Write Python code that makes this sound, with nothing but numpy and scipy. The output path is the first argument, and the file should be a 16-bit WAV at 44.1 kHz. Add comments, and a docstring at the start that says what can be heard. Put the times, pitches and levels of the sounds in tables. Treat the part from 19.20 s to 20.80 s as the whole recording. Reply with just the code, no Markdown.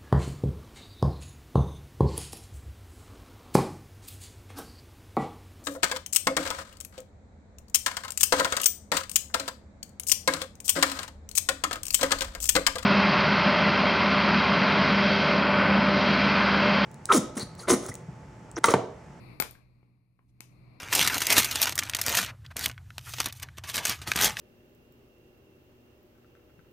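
"""A small coin is turned over by hand on a sheet of paper that lies on a wooden desk, heard close by.
It snaps down, rings very high for a moment and hits again; fingers nudge it and it is laid flat with a
lighter click. Each impact excites the coin's modes, and the small room answers it. Dull thumps sound
underneath and a finger brushes the paper. Low hum and hiss sink in the middle and come back."""
import sys
import numpy as np
from scipy import signal
from scipy.fft import rfft, irfft
from scipy.io import wavfile
from scipy.ndimage import uniform_filter1d

SR = 44100
rng = np.random.default_rng(int(sys.argv[2]) if len(sys.argv) > 2 else 0)


def unload_audio(sound):
    """Save the sound as a 16-bit wav file, at the path given as the first command line argument."""
    columns = np.transpose(np.atleast_2d(sound))
    # keep every value between -1 and 1, then stretch to whole-number steps
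    steps = np.round(np.clip(columns, -1, 1) * 32767)
    wavfile.write(sys.argv[1], SR, steps.astype(np.int16))


N = 70560
T = np.arange(N) / SR
HZ = np.maximum(np.fft.rfftfreq(2 * N, 1 / SR), 1)

# Course of the background. Each row: time in seconds, then hum, rumble, hiss and treble levels in dB.
BACKGROUND_LEVELS = [(0, -58, -49.5, -58.5, -76.5), (0.132, -49.5, -58.5, -58, -78),
                     (0.191, -62, -54, -64.5, -82.5), (.33, -58, -65, -66, -82),
                     (.47, -64.5, -68.5, -76, -98), (.62, -63.5, -67, -79.5, -97),
                     (.87, -71, -76.5, -87, -99), (1.049, -67.5, -71.5, -89, -95.5),
                     (1.19, -62, -67, -80.5, -98), (1.319, -59, -62.5, -71.5, -83.5),
                     (1.45, -57.5, -59, -69.5, -93), (1.6, -59.5, -62.5, -67, -89.5)]
# Course of the deepest rumble. Each row: time in seconds, level in dB.
DEEP_LEVELS = [(0, -61.5), (.08, -65), (.15, -66), (.3, -64.5), (.5, -68.5), (.85, -82.5), (1.1, -71),
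               (1.25, -71), (1.42, -66), (1.6, -74)]
# Spectra of the four background noises. Each row: frequency in Hz, relative spectral density in dB.
RUMBLE_SPECTRUM = [(40, -18.5), (85, -4), (130, 6.5), (185, -2.5), (215, -3.5), (330, -6.5), (450, -22),
                   (700, -49.5)]
HISS_SPECTRUM = [(350, 8.5), (600, 5.5), (850, 3.5), (1150, 4), (1650, -9.5), (2000, 0.5), (2350, 6),
                 (2700, -1.5), (3100, -21), (3600, -13.5), (4300, -2), (5000, -15), (6200, -32),
                 (9000, -39)]
TREBLE_SPECTRUM = [(3000, -13), (5000, -1.5), (7000, -11), (9500, 4), (14000, -2), (16000, -0.5)]
DEEP_RUMBLE_SPECTRUM = [(15, -6.5), (30, -7), (55, 0), (80, 1), (120, -17.5), (300, -50.5)]
# Dull low thumps. Each row: start in seconds, level in dB, frequency in Hz, t60 in seconds.
LOW_THUMPS = [(0.205, -44.5, 153.6, 0.15), (0.226, -44.5, 58.44, .14), (0.346, -64, 54, 0.4),
              (0.629, -56, 260, 0.029), (1.2022, -35, 212.4, 0.021), (1.367, -54, 68.1, 0.15)]
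# Reverberation. Each row: frequency in Hz, gain in dB, t60 in seconds, extra gain on the right in dB.
ROOM_DECAY = [(150, -10.5, .3, 7.5), (302, -3, .26, 0.5), (560, -7, .3, 3.5), (1000, -1, 0.21, -3.5),
              (1600, -6.5, 0.24, -5.5), (2500, -0.5, 0.22, -6.5), (3500, -6.5, .31, -8),
              (4450, -6.5, .31, -5.5), (7300, -9, 0.27, -11.5), (9400, -6.5, 0.23, -15),
              (11500, -14, .27, -6), (13400, -7, .22, -4), (15000, -10, .16, -1)]
ROOM_EDGES_HZ = [90, 180, 300, 500, 800, 1200, 1700, 2300, 3100, 4000, 5200, 6700, 8500, 10500, 12500,
                 14000, 16000]
# Peaks and dips that colour the direct knocks, including a narrow ring near 9 kHz.
# Each row: frequency in Hz, gain in dB, Q.
IMPACT_COLOUR = [(240, 6, 0.55), (605, -6.5, 8.5), (1100, 2.5, 4), (1916, -4, 7.8), (2177, 13, 4.9),
                 (3316, -7.5, 5.7), (4110, 5, 4.4), (6230, -3.5, 4.3), (7300, -2.5, 5.2), (8940, 8.5, 20),
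                 (10760, -5, 6.5), (13600, 1, 7.3)]
# Acoustic shadow on the right side. Each row: frequency in Hz, gain in dB.
RIGHT_SHADOW = [(150, -1), (400, -8.5), (1100, -4), (2300, -12.5), (4500, -10), (8700, -23.5), (11000, -16),
                (13500, -2.5)]
# Modes of the coin. Each row: frequency in Hz, relative level in dB, t60 in seconds.
COIN_MODES = [(12400, -12, .03), (13600, -7, .07), (14200, 0, .018), (14440, 16, .035)]
# The four bands of an impact (thud, knock, click, tick): their edges in Hz, then their factors on t60.
IMPACT_EDGES_HZ = [110, 900, 2900, 8200, 16000]
IMPACT_T60_FACTORS = [0.97, 1, 0.98, 0.68]
# Impacts of coin, paper and desk. Each row: start in seconds, gains in dB of thud, knock, click, tick and
# coin ring, t60 in seconds, extra loss on the right in dB, then frequency in Hz and gain in dB for each
# of two resonances of the struck spot.
IMPACTS = [(0.1998, -14.5, -16, -18, -15, -17, 0.016, 2.5, 1434, 4.4, 4600, 4.6),
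           (0.2228, -24, -18.5, -26, -23.5, -46, 0.0091, -0.5, 1619, 3.8, 9020, 3.6),
           (0.3093, -60, -58, -55, -37, -60, .012, 0, 9000, 1, 13500, 3),
           (0.3514, -56, -53, -70, -67, -68, .016, 0, 1620, 21, 14000, 8),
           (0.6288, -47.5, -60.5, -79, -85.5, -99, 0.013, 1, 246, 4.2, 701, 1.97),
           (0.9904, -51.5, -61.5, -90, -96, -99, 0.015, -1.5, 1100, 9.7, 1675, 6.5),
           (1.2054, -40, -39, -36, -34.5, -69, 0.0107, 3.5, 2620, 9, 6380, 6.7)]


def from_db(db):
    """Amplitude grows tenfold with every 20 dB."""
    return 10 ** (np.asarray(db) / 20)


def unit_rms(x):
    """Division by the RMS value gives unit power."""
    return x / np.sqrt(np.mean(x ** 2) + 1e-20)


def at_hz(points, hz, column=1):
    """Interpolation of a table column on a logarithmic frequency axis."""
    table = np.array(points)
    return np.interp(np.log(hz), np.log(table[:, 0]), table[:, column])


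def band(x, low, high, order=2):
    """A Butterworth filter passes the band between two frequencies in Hz."""
    sections = signal.butter(order, [low, min(high, SR / 2 - 100)], "band", fs=SR, output="sos")
    return signal.sosfilt(sections, x + 1e-18)


def colour(x, points):
    """A minimum-phase filter follows a table of Hz and dB; folding the cepstrum makes it causal."""
    cepstrum = irfft(np.log(from_db(at_hz(points, HZ))))
    cepstrum[1:N] *= 2
    cepstrum[N + 1:] = 0
    return irfft(rfft(x, 2 * N) * np.exp(rfft(cepstrum)))[..., :N]


def resonance(x, hz, gain_db, q):
    """A second-order peak or dip, narrower as Q rises."""
    a, w = from_db(gain_db / 2), 2 * np.pi * hz / SR
    k = np.sin(w) / (2 * q)
    zeros = [1 + k * a, -2 * np.cos(w), 1 - k * a]
    poles = [1 + k / a, -2 * np.cos(w), 1 - k / a]
    return signal.lfilter(zeros, poles, x + 1e-18)


def decay(t, t60):
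    """Exponential damping from t = 0, by 60 dB in t60 seconds; silence before."""
    return (t >= 0) * np.exp(-np.log(1000) * np.maximum(t, 0) / t60)


def drift(rate_hz):
    """Low-passed noise wanders slowly, with unit power."""
    return unit_rms(irfft(rfft(rng.standard_normal(2 * N)) / (1 + (HZ / rate_hz) ** 2))[:N])


def stereo_noise(spectrum, correlation, left_db):
    """The ratio of side to mid sets the correlation; left_db raises the left and lowers the right."""
    mid, side = unit_rms(colour(rng.standard_normal((2, N)), spectrum))
    width = np.sqrt((1 - correlation) / (1 + correlation))
    sign = np.array([[1], [-1]])
    return (mid + width * side * sign) * from_db(left_db * sign)


def background(hum_hz=122.7, waver=0.083, right_lag_s=0.00086):
    """Superposition of wavering mains hum, rumble and hollow hiss, which sink and recover."""
    times, *levels_db = np.transpose(BACKGROUND_LEVELS)
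    hum, rumble, hiss, treble = [from_db(np.interp(T, times, db)) for db in levels_db]
    phase = 2 * np.pi * hum_hz * (T - np.array([[0], [right_lag_s]]))
    tone = np.sin(phase + waver * drift(4)) * (1 + waver * drift(2.3))
    tone += from_db(-9.5) * np.sin(1.5 * phase + drift(5))  # third mains harmonic over the second
    return (hum * unit_rms(tone)
            + rumble * stereo_noise(RUMBLE_SPECTRUM, correlation=0.97, left_db=-1.5)
            + hiss * stereo_noise(HISS_SPECTRUM, correlation=0.1, left_db=4.5)
            + treble * stereo_noise(TREBLE_SPECTRUM, correlation=0.1, left_db=4.5))


def deep_rumble():
    """Weak correlation between the sides makes the lowest noise sound wide."""
    level_db = np.interp(T, *np.transpose(DEEP_LEVELS))
    return from_db(level_db) * stereo_noise(DEEP_RUMBLE_SPECTRUM, correlation=0.4, left_db=0)


def low_thumps():
    """Damped low oscillations are heard as dull thumps, the strongest under the coin's last tap."""
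    thumps = np.zeros(N)
    for start, db, hz, t60 in LOW_THUMPS:
        t = T - start
        attack = np.clip(t * hz, 0, 1)  # one period long
        thumps += from_db(db) * attack * decay(t, t60) * np.sin(2 * np.pi * hz * t)
    return thumps


def finger_brush(centre_s=1.096, half_width_s=0.015, level_db=-81):
    """Friction of skin on paper gives a brief swell of high noise, weaker on the right."""
    envelope = np.exp(-((T - centre_s) / half_width_s) ** 2)
    friction = unit_rms(band(rng.standard_normal((2, N)), 2770, 10000))
    return from_db(level_db) * envelope * friction * from_db([[0], [-6]])


def room_reflections(x, delay_s=0.001, build_s=0.0045):
    """A diffuse field builds up, then dies away at its own rate in each band."""
    white = rng.standard_normal((2, 2, N))  # neighbouring bands take independent noise
    t = T - delay_s
    build_up = 1 - np.exp(-np.maximum(t, 0) / build_s)
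    response = np.zeros((2, N))
    for k, (low, high) in enumerate(zip(ROOM_EDGES_HZ, ROOM_EDGES_HZ[1:])):
        db, t60, right_db = [at_hz(ROOM_DECAY, np.sqrt(low * high), column) for column in (1, 2, 3)]
        envelope = build_up * decay(t, t60)
        envelope /= np.sqrt(np.sum(envelope ** 2))
        response += from_db([[db], [db + right_db]]) * band(white[k % 2], low, high) * envelope
    return signal.fftconvolve(x[None], response, axes=1)[:, :N]


def acoustic_shadow(x, lag_s=0.00008):
    """Sound reaches the shadowed side filtered and slightly later."""
    delay = np.exp(-2j * np.pi * HZ * lag_s)
    return irfft(rfft(colour(x, RIGHT_SHADOW), 2 * N) * delay)[:N]


def crunch(t60, hold_s=0.0008, size=4096):
    """A rush of tiny contacts merges into broadband noise that holds briefly and decays."""
    envelope = decay(np.maximum(T[:size] - hold_s, 0), t60)
    burst = rng.standard_normal(size) * envelope
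    for _ in range(4):  # in turn, flatten the spectrum and restore the envelope
        spectrum = rfft(burst)
        burst = irfft(spectrum / (np.abs(spectrum) + 1e-12))
        local_power = np.abs(uniform_filter1d(burst ** 2, size=24))
        burst *= envelope / np.sqrt(local_power + 1e-14)
    return burst / np.sqrt(np.sum(burst ** 2) / (SR * 0.002))  # energy of 2 ms at full scale


def impact(start, gains_db, t60):
    """A short contact spreads its energy over four bands, of which the highest dies soonest."""
    out = np.zeros(N)
    onset = int(start * SR)
    for low, high, db, factor in zip(IMPACT_EDGES_HZ, IMPACT_EDGES_HZ[1:], gains_db, IMPACT_T60_FACTORS):
        burst = from_db(db) * band(crunch(t60 * factor), low, high, order=3)
        out[onset:onset + len(burst)] += burst[:N - onset]
    return out


def coin_ring(start, db, swell_s=0.01):
    """Free vibration: the coin's modes swell as it comes free and are damped by paper and fingers."""
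    t = np.maximum(T - start, 0)
    swell = 1 - np.exp(-t / swell_s)
    return swell * sum(from_db(db + mode_db) * decay(t, t60) * np.sin(2 * np.pi * hz * t)
                       for hz, mode_db, t60 in COIN_MODES)


def coin(top_hz=14600, ring_right_db=-10):
    """Impact excitation: each touch drives the resonances of struck spot, room and coin."""
    knocks, rings = np.zeros((2, N)), np.zeros(N)
    for start, *gains_db, ring_db, t60, right_loss_db, low_hz, low_db, high_hz, high_db in IMPACTS:
        touch = impact(start, gains_db, t60)
        touch = resonance(touch, low_hz, low_db, q=3.5)
        touch = resonance(touch, high_hz, high_db, q=3.2)
        knocks += touch * from_db([[0], [-right_loss_db]])
        rings += coin_ring(start, ring_db)
    knocks = signal.sosfilt(signal.butter(8, top_hz, fs=SR, output="sos"), knocks)
    reflections = room_reflections(knocks[0])
    for hz, gain_db, q in IMPACT_COLOUR:
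        knocks = resonance(knocks, hz, gain_db, q)
    left = knocks[0] + rings
    right = acoustic_shadow(knocks[1]) - from_db(ring_right_db) * rings  # ring in opposite phase
    return np.array([left, right]) + reflections


def scene():
    """The sound pressures of coin, finger, thumps and background add linearly."""
    return coin() + finger_brush() + low_thumps() + background() + deep_rumble()


def record(dry):
    """An elliptic low-pass cuts the highest treble steeply."""
    cutoff_hz = 14750
    return signal.sosfilt(signal.ellip(10, 0.2, 70, cutoff_hz, fs=SR, output="sos"), dry)


dry = scene()
out = record(dry)
unload_audio(out)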